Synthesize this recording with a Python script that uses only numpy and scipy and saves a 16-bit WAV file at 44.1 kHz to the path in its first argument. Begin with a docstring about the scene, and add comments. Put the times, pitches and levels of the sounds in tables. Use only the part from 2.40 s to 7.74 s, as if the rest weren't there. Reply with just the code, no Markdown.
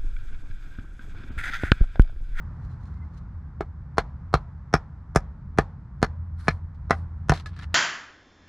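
"""In a tent on the forest floor, a wooden baton drives a knife down through a small log: ten dry knocks.
Each blow is one crushed push, filtered by modes of wood, blade and ground; shaped noise adds canvas and trees.
After the last blow fibres tear as noisy snaps, and one half topples, crunching clustered clicks into dead leaves.
Earlier the edge scrapes, ticks and squeaks; a jacket swishes; a low rumble and a far hush lie under everything."""
import sys
import numpy as np
from scipy import signal
from scipy.fft import rfft, irfft, dct, next_fast_len
from scipy.io import wavfile
from scipy.ndimage import map_coordinates

SR = 44100
rng = np.random.default_rng(int(sys.argv[2]) if len(sys.argv) > 2 else 0)


def store_pcm(level_fs):
    """Save levels as 16-bit WAV."""
    pcm = np.round(np.clip(level_fs, -1, 1) * 32767).astype(np.int16)
    wavfile.write(sys.argv[1], SR, np.atleast_2d(pcm).T)


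N = 235610
RING = np.arange(SR // 4) / SR  # time axis of one short sound [s]

# Background, before the bed trims: (time [s], rumble level [dB], far hush level [dB])
BED_LEVELS = [(0.1, -34.5, -56), (1.24, -39.5, -62), (1.84, -38.5, -60.5), (2.07, -41.5, -61),
              (3.08, -39.5, -62), (4.36, -39, -62.5), (4.46, -36.5, -60.5), (5.3, -39, -60.5)]
# Relative spectra of the low rumble and the far hush: (frequency [Hz], level [dB])
RUMBLE_SPECTRUM = [(21, -31.5), (36, -8.5), (70, -1.5), (86, 2.5), (98, -10), (124, -7.5), (157, -9.5),
                   (276, -29.5), (344, -36.5), (377, -52), (400, -41), (520, -70.5), (880, -120)]
HUSH_SPECTRUM = [(200, 1), (450, -5), (650, -6), (950, -0.5), (1400, -3.5), (2000, -13), (2800, -28),
                 (5000, -29.5), (8000, -39.5), (11000, -53)]
# A narrow drone swells out of the rumble: middle of the swell [s], time constant [s], level reached [dB]
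DRONE_S, DRONE_SWELL_S, DRONE_DB = 3.64, 0.18, -39

# The edge shifts on the end grain while the blow is lined up: (time [s], length [s], level [dB])
SCRAPES = [(.22, 0.12, -75), (.41, 0.06, -75.5), (.49, 0.091, -77), (.63, 0.035, -85), (.735, 0.056, -71.5)]
# Light touches of the blade on the log: (time [s], starting level [dB])
TOUCHES = [(0.25, -64.5), (0.455, -63), (.777, -66)]
# Relative spectrum of the edge on wood: (frequency [Hz], level [dB])
EDGE_SPECTRUM = [(1500, -3.5), (3600, -2.5), (4200, 3.5), (4800, -4.5), (6500, -5), (8000, -14),
                 (11000, -16), (15000, -34)]
# The steel squeaks faintly in the end grain: (time [s], half length [s], frequency [Hz], level [dB])
SQUEAKS = [(0.31, 0.013, 4100, -71), (0.58, 0.019, 2100, -69), (0.629, 0.011, 2055, -57)]

# Baton blows, the last row being the baton following through; levels are before the knock trim:
# (time [s], level [dB], ground thud lift [dB], hardness [dB per octave], favoured region [Hz], its lift [dB],
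#  weight [dB], wood ring lift [dB], crack [dB], blade frequency [Hz], blade ring [dB])
BLOWS = [(1.207, -14, -14, -1.5, 360.0, 8, -3, 2.5, -2.0, 4140, 2),
         (1.5812, -1.5, -12.5, -1.0, 1130.0, 5, -5.5, -1, 2.0, 4240, 9),
         (1.9386, -1.5, -1.5, -1.5, 1200.0, 9, -10.5, -1, 2.0, 4180, 14.5),
         (2.3381, -0.5, 1, 0.0, 1350.0, 4, 1.5, 2, -1.5, 5340, 14),
         (2.7581, -2, -2, -2, 1300.0, 3, 0.5, 2.5, 16.5, 5220, 6),
         (3.1848, -1, -2.5, -1, 370.0, 4, 3.5, 2.5, 5, 4280, -2),
         (3.6258, -1.5, -6.5, -1.5, 1580.0, 6, 7.5, -1, 6.5, 4290, 5.5),
         (4.0815, -4, 12.5, 4, 2110.0, 3.5, 2.5, 2.5, -14.5, 4350.0, 4.5),
         (4.5061, -1, -1.5, 2, 1330.0, 1, 9.5, 2, -10.5, 5240, 2.5),
         (4.8941, -3.5, 11, 1.0, 1380.0, 8, -8, -4.5, 1.5, 5840, 3.0),
         (4.9179, -9.5, 4, 1.0, 940.0, 5, 5, 3.5, -7.5, 4340, 5)]
# Bare contact before any resonance: (frequency [Hz], level [dB])
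CONTACT_SPECTRUM = [(15, -21.5), (40.0, 30.5), (130.0, 20.5), (330.0, 24), (560.0, 21.5), (900.0, 17.5),
                    (1450.0, 20.0), (2100.0, 13.5), (2850.0, 2.5), (4000.0, 1.5), (5800.0, 2.0),
                    (8000.0, -7), (10500.0, -13.0), (13000.0, -26.5), (15500.0, -39)]
# Modes of log and baton, of the soft ground, and a second one of the blade. Before each blow's lifts and
# slight detuning and the cap on cycles: (frequency [Hz], height over the contact curve [dB], t60 [s])
WOOD_MODES = [(444, 2.5, 0.026), (688.4, 6.5, 0.032), (780.6, 7.5, 0.04), (1003, 0.5, 0.024),
              (1230, 0.5, 0.025), (1704, 0.5, 0.099)]
GROUND_MODES = [(61, 5.0, 0.15), (147, 14.5, 0.073)]
UPPER_BLADE_MODE = (10000, 1, 0.0067)
BLADE_T60 = 0.021  # main blade mode before the cap on cycles [s]
RING_CYCLES = 62  # gripped by hand and log, nothing in a knock rings for more cycles than this
# Where the baton lands favours a region of the wood: half width [octaves]; centre of the knock's weight [Hz]
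HUMP_OCTAVES, WEIGHT_HZ = 0.22, 234
PIVOT_HZ = 910  # a harder blow gains above this pitch and loses below it
CRACK_HZ = 5000  # the crack is the treble above this
LEAD_S = 0.01  # a faint copy runs this far ahead of each knock [s]
# Scatter from canvas, stove and ground: (frequency [Hz], level against the direct knock [dB])
SCATTER = [(150, -16.5), (600, -8), (1100, -5), (2100, -2.5), (4000, -3.5), (8000, -11.5)]
# Answer of the trees: (frequency [Hz], relative level [dB]) and (frequency [Hz], t60 [s])
TREES_SPECTRUM = [(100, 8), (400, -5), (1000, 1), (1700, -10), (2800, -24.5), (4200, -24.5), (7000, -28.5),
                  (14000, -50.5)]
TREES_T60 = [(200, 0.52), (1000, 0.51), (4000, 0.38), (12000, 0.17)]

# Jacket sleeve: (time [s], length [s], level [dB])
SWISHES = [(3.998, 0.01, -54.5), (4.05, 0.078, -58.5), (4.54, 0.044, -60.5)]
# Relative spectrum of cloth on cloth: (frequency [Hz], level [dB])
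CLOTH_SPECTRUM = [(500, -26), (1000, 4.5), (1600, 4), (2800, -15.5), (4300, -7), (7000, -19),
                  (10500, -17.5), (15000, -41.5)]

# Fibres snapping: (time [s], level [dB])
SNAPS = [(4.346, -60.5), (4.9372, -29.5), (4.952, -37.5), (4.962, -37.5), (4.975, -37), (4.9978, -41.5)]
# Relative spectrum of breaking fibres: (frequency [Hz], level [dB])
SPLINTER_SPECTRUM = [(200, 3), (700, -1.5), (1600, 4.5), (2600, -4.5), (4200, -1.5), (7000, -14.5),
                     (10500, -23), (15000, -39)]
# Loose half, before its random spread: (frequency [Hz], relative strength [dB], t60 [s])
LOOSE_HALF_MODES = [(1330, 16, 0.042), (1707, 12.5, 0.029), (1754, 17, 0.077), (2540, 6.5, 0.027),
                    (3670, -3, 0.03)]
# Dead leaves crushed by the falling wood: (time [s], length [s], level [dB])
LITTER = [(5.115, 0.026, -63.5), (5.19, 0.042, -48.5), (5.338, .02, -59)]
# Relative spectrum of crushed leaves: (frequency [Hz], level [dB])
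LEAVES_SPECTRUM = [(300, -20), (900, -1.5), (1700, 5.5), (2800, -3.5), (4300, -5.5), (6500, -22.5),
                   (11000, -35.5), (15000, -54)]
# The split half strikes the ground and settles: (time [s], level [dB])
LANDINGS = [(5.0594, -33), (5.1636, -48.5), (5.1899, -42.5), (5.21, -49), (5.2228, -44), (5.232, -47)]

# Diffuse sound: (frequency [Hz], left-right likeness [0 to 1])
LIKENESS = [(330, 1), (700, .995), (1300, .92), (2400, .76), (4400, .43), (8000, .35)]
# Knocks at the two microphones: (frequency [Hz], left minus right [dB])
# and (frequency [Hz], phase by which left leads [rad])
LEVEL_LEAN = [(1050, 0), (1650, .7), (2100, 3.2), (3300, 2.6), (4200, .8), (7000, -.5), (8500, .7),
              (11500, -1)]
PHASE_LEAD = [(1000, 0), (3000, -.1), (3600, -.42), (4300, -.08), (6000, .12), (8200, .38), (9700, -.2),
              (13000, 0)]
TOP_HZ = 15600  # band limit of the recorder


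def amp(db):
    """Decibels to gain."""
    return 10 ** (np.asarray(db) / 20)


def unit(x):
    """Scale to rms 1."""
    return x / np.sqrt(np.mean(x ** 2) + 1e-20)


def packet(x):
    """Scale to energy 1 per channel."""
    return unit(x) / np.sqrt(x.shape[-1])


def along(points, hz):
    """Read (frequency, value) points on a log axis."""
    f, v = np.transpose(points)
    return np.interp(np.log(hz + 1), np.log(f + 1), v)


def curves(rows):
    """One value per sample for each column after the time."""
    s, *cols = np.transpose(rows)
    return [np.interp(np.arange(N) / SR, s, c) for c in cols]


def add(track, s, sound):
    """Mix a sound into the track at time s."""
    part = track[:, round(s * SR):][:, :sound.shape[-1]]
    part += sound[..., :part.shape[1]]


def colour(x, points):
    """Causal minimum-phase filter with the gain of (Hz, dB) points, built by folding the cepstrum."""
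    n = x.shape[-1]
    m = 2 * next_fast_len(n // 2 + 4096)
    log_gain = np.log(amp(along(points, np.fft.rfftfreq(m, 1 / SR))))
    cepstrum = irfft(log_gain)
    cepstrum[1:m // 2] *= 2
    cepstrum[m // 2 + 1:] = 0
    response = np.exp(rfft(cepstrum))
    return irfft(rfft(x, m) * response, m)[..., :n]


def stereo(pair):
    """Two unrelated signals as diffuse sound at close microphones: alike in the bass, apart in the treble."""
    n = pair.shape[-1]
    likeness = along(LIKENESS, np.fft.rfftfreq(n, 1 / SR))
    turn = np.arccos(np.clip(likeness, -1, 1)) / 2
    mid, side = irfft(rfft(pair) * [np.cos(turn), np.sin(turn)], n)
    return np.array([mid + side, mid - side])


def rush(spectrum):
    """Diffuse noise of rms 1."""
    return unit(colour(stereo(rng.standard_normal((2, N))), spectrum))


def crackle(size, spread_db, width, apart_hz=2400):
    """Dense tiny clicks of very uneven size; the two microphones differ only in the treble."""
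    sizes_db = spread_db * np.clip(rng.standard_normal(size), -2, 2)
    clicks = unit(rng.standard_normal(size) * amp(sizes_db))
    treble = signal.butter(3, apart_hz, "high", fs=SR, output="sos")
    side = width * signal.sosfilt(treble, rng.standard_normal(size))
    return np.array([clicks + side, clicks - side])


def clumps(size, depth_db, per_s=330):
    """A jagged gain that gathers tiny clicks into bunches."""
    knots = np.clip(rng.standard_normal(size), -2, 2)
    jagged = np.interp(np.arange(size) * per_s / SR, np.arange(size), knots)
    return unit(amp(depth_db * jagged))


def strokes(rows, attack_s, release_s):
    """Gain of rubbing movements: each rises by 60 dB in attack_s, holds for its length, falls 60 dB in release_s."""
    t = np.arange(N) / SR
    gain = np.zeros(N)
    for s, length, db in rows:
        away = np.maximum((s - t) / attack_s, (t - s - length) / release_s)
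        gain += amp(db - 60 * np.maximum(0, away))
    return gain


def outdoors(rumble_trim_db=1.34, hush_trim_db=2.0, drone_hz=83):
    """A low rumble, an unsteady drone and a soft hush, like far traffic, all from diffuse filtered noise."""
    rumble_db, hush_db = curves(BED_LEVELS)
    rumble = amp(rumble_db + rumble_trim_db) * rush(RUMBLE_SPECTRUM)
    drone = rush([(drone_hz * 0.75, -45), (drone_hz, 0), (drone_hz * 1.3, -45), (600, -120)])
    swell = (1 + np.tanh((np.arange(N) / SR - DRONE_S) / DRONE_SWELL_S)) / 2
    hush = amp(hush_db + hush_trim_db) * rush(HUSH_SPECTRUM)
    return rumble + amp(DRONE_DB) * swell * drone + hush


def scrapes():
    """The edge drags over the end grain: bunched grit under slow strokes."""
    grit = crackle(size=N, spread_db=6.0, width=0.8) * clumps(size=N, depth_db=3.5, per_s=120)
    return strokes(SCRAPES, attack_s=0.1, release_s=0.16) * unit(colour(grit, EDGE_SPECTRUM))


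def touches(t60=0.025):
    """The blade ticks lightly on the log: short decaying bursts of edge-coloured noise."""
    out = np.zeros((2, N))
    for s, db in TOUCHES:
        burst = unit(colour(rng.standard_normal(len(RING)), EDGE_SPECTRUM))
        add(out, s, amp(db - 60 * RING / t60) * burst)
    return out


def squeaks():
    """Short thin tones as the edge sticks and slips on the wood."""
    t = np.arange(N) / SR
    out = np.zeros(N)
    for s, half_length, hz, db in SQUEAKS:
        bell = np.exp(-((t - s) / half_length) ** 2)
        out += amp(db) * bell * np.sin(2 * np.pi * hz * t)
    return out


def contact(spread_s=0.0042, grain_hz=620, sink_s=0.0019, sink_hz=170):
    """One push with an even spectrum, drawn out as the edge crushes fibres; the soil takes the bass a moment later."""
    hz = np.fft.rfftfreq(len(RING), 1 / SR)
    crush = np.interp(hz / grain_hz, np.arange(64), rng.uniform(0.08, 1, 64))
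    delay = spread_s * crush + sink_s / (1 + (hz / sink_hz) ** 4)
    # summing the delay over frequency gives the phase
    push = irfft(np.exp(-2j * np.pi * np.cumsum(delay) * hz[1]), len(RING))
    return push * np.exp(-(RING / 0.03) ** 4)


def resonances(table, lift_db, hz):
    """Power added by modes: the longer one rings, the narrower its peak; each blow detunes them a little."""
    centre, db, t60 = np.transpose(table)
    centre = centre * (1 + 0.012 * rng.uniform(-1, 1, len(centre)))
    t60 = np.minimum(t60, RING_CYCLES / centre)
    off_centre = (hz[:, None] - centre) * t60 * 2 * np.pi / np.log(1000)
    return np.sum(amp(db + lift_db) ** 2 / (1 + off_centre ** 2), axis=1)


def overtones(hz, depth_db=3.5, spacing_hz=150, above_hz=1100):
    """Colour in dB of the many short upper modes of log and knife; each blow meets other ones."""
    peaks = np.clip(rng.standard_normal(400), -1.6, 1.6)
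    bumps = map_coordinates(peaks, [hz / spacing_hz], mode="nearest")
    return depth_db * bumps / (1 + (above_hz / hz) ** 4)


def hump(hz, centre):
    """A rounded peak of height 1 on the octave axis."""
    return 1 / (1 + (np.log2(hz / centre) / HUMP_OCTAVES) ** 2)


def tone(ground_db, hardness, favoured_hz, favoured_db, weight_db, wood_db, crack_db, blade_hz, ring_db):
    """(Hz, dB) response to one blow: the shaded contact, with modes of wood, ground and blade standing out of it."""
    hz = np.geomspace(10, SR / 2, 1200)
    tilt = hardness * np.log2(np.maximum(hz, 100) / PIVOT_HZ)
    landing = favoured_db * hump(hz, favoured_hz) + weight_db * hump(hz, WEIGHT_HZ)
    crack = crack_db / (1 + (CRACK_HZ / hz) ** 4)
    blade = [(blade_hz, ring_db, BLADE_T60), UPPER_BLADE_MODE]
    power = 0.5 + resonances(WOOD_MODES, wood_db, hz)  # 0.5 is the share of the bare contact
    power = power + resonances(GROUND_MODES, ground_db, hz) + resonances(blade, 0, hz)
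    shade = tilt + landing + crack
    level = along(CONTACT_SPECTRUM, hz) + shade + 10 * np.log10(power) + overtones(hz)
    return np.column_stack([hz, level])


def canvas(t60=0.069, rise=0.0024, reach=0.071):
    """Uneven reflections inside the tent, fading fast once the farthest wall has answered."""
    build_up = 1 - np.exp(-RING / rise)
    fade = amp(-60 * RING / t60) / np.sqrt(1 + (RING / reach) ** 6)
    echoes = crackle(size=len(RING), spread_db=8, width=0.18) * clumps(size=len(RING), depth_db=4.0)
    return colour(packet(echoes * build_up * fade), SCATTER)


def trees():
    """A faint long answer from the wood outside: diffuse noise whose treble dies first."""
    hz, t, z = signal.stft(stereo(rng.standard_normal((2, SR))), SR, nperseg=256)
    fade = amp(-60 * t / along(TREES_T60, hz)[:, None])
    tail = signal.istft(z * fade, SR, nperseg=256)[1]
    return packet(colour(tail, TREES_SPECTRUM))


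def placed(pair):
    """Level and phase differences between the microphones for sound from the log."""
    m = next_fast_len(N + SR // 2)
    hz = np.fft.rfftfreq(m, 1 / SR)
    half = amp(along(LEVEL_LEAN, hz) / 2) * np.exp(1j * along(PHASE_LEAD, hz) / 2)
    return irfft(rfft(pair, m) * [half, 1 / half], m)[:, :N]


def knocks(knock_trim_db=1.0, trees_db=-8, tick_db=-24):
    """Each blow rings wood, blade and ground; its colour shifts as the knife sinks and the split opens."""
    out = np.zeros((2, N))
    for s, db, *shading in BLOWS:
        knock = amp(db + knock_trim_db) * colour(contact(), tone(*shading))
        echoes = signal.fftconvolve(knock[None], canvas(), axes=1)[:, :len(RING)]
        heard = knock + echoes
        add(out, s, heard)
        # the blow level counts twice in the tick ahead, so it favours hard blows
        add(out, s - LEAD_S, amp(db + tick_db) * heard)
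        add(out, s, amp(db + trees_db) * trees())
    return placed(out)


def sleeve():
    """Cloth rubs on cloth as the arm swings: fine crackle under soft strokes."""
    cloth = colour(crackle(size=N, spread_db=8.0, width=0.61), CLOTH_SPECTRUM)
    return strokes(SWISHES, attack_s=0.081, release_s=0.22) * unit(cloth)


def modes(table, vary_db, detune):
    """Damped modes, struck at new strengths; neighbours start in opposite directions."""
    out = np.zeros(len(RING))
    for k, (hz, db, t60) in enumerate(table):
        size, shift = rng.uniform(-1, 1, 2)
        decay = amp(db + vary_db * size - 60 * RING / t60)
        out += (-1) ** k * decay * np.sin(2 * np.pi * hz * (1 + detune * shift) * RING)
    return packet(out)


def splinter(t60, ring_db, snap, snap_s=0.0024):
    """A sharp snap and a bunch of breaking fibres that also ring the loose half."""
    fibres = crackle(size=len(RING), spread_db=9, width=0.5) * clumps(size=len(RING), depth_db=3)
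    shape = amp(-60 * RING / t60) / 2 + snap * np.exp(-RING / snap_s)
    loose_half = modes(LOOSE_HALF_MODES, vary_db=2, detune=0.05)
    return unit(colour(fibres, SPLINTER_SPECTRUM)) * shape + amp(ring_db) * loose_half


def snapping_fibres():
    """Fibres snap one by one in short splintering bursts, a faint one early, the rest after the last blow."""
    out = np.zeros((2, N))
    for s, db in SNAPS:
        add(out, s, amp(db) * splinter(t60=0.11, ring_db=7.5, snap=0.39))
    return out


def crushed_leaves():
    """Dead leaves crunch under the falling wood: very uneven clicks in bunches."""
    leaves = crackle(size=N, spread_db=13, width=0.61) * clumps(size=N, depth_db=7.5)
    return strokes(LITTER, attack_s=0.13, release_s=0.086) * unit(colour(leaves, LEAVES_SPECTRUM))


def landings():
    """The loose half strikes the ground and settles: splintering bursts with more ring and less snap."""
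    out = np.zeros((2, N))
    for s, db in LANDINGS:
        add(out, s, amp(db) * splinter(t60=0.097, ring_db=21, snap=0.23))
    return out


def scene():
    """All sources at the microphones."""
    lining_up = scrapes() + touches() + squeaks()
    splitting = snapping_fibres() + crushed_leaves() + landings()
    return outdoors() + lining_up + knocks() + sleeve() + splitting


def record(dry, ceiling=1.0):
    """The recorder rounds the highest peaks and keeps nothing above its band limit."""
    rounded = dry / (1 + (dry / ceiling) ** 6) ** (1 / 6)
    kept = np.arange(N) * SR / (2 * N) < TOP_HZ
    return dct(dct(rounded, norm="ortho") * kept, type=3, norm="ortho")  # type 3 undoes the first transform


dry = scene()
out = record(dry)
store_pcm(out)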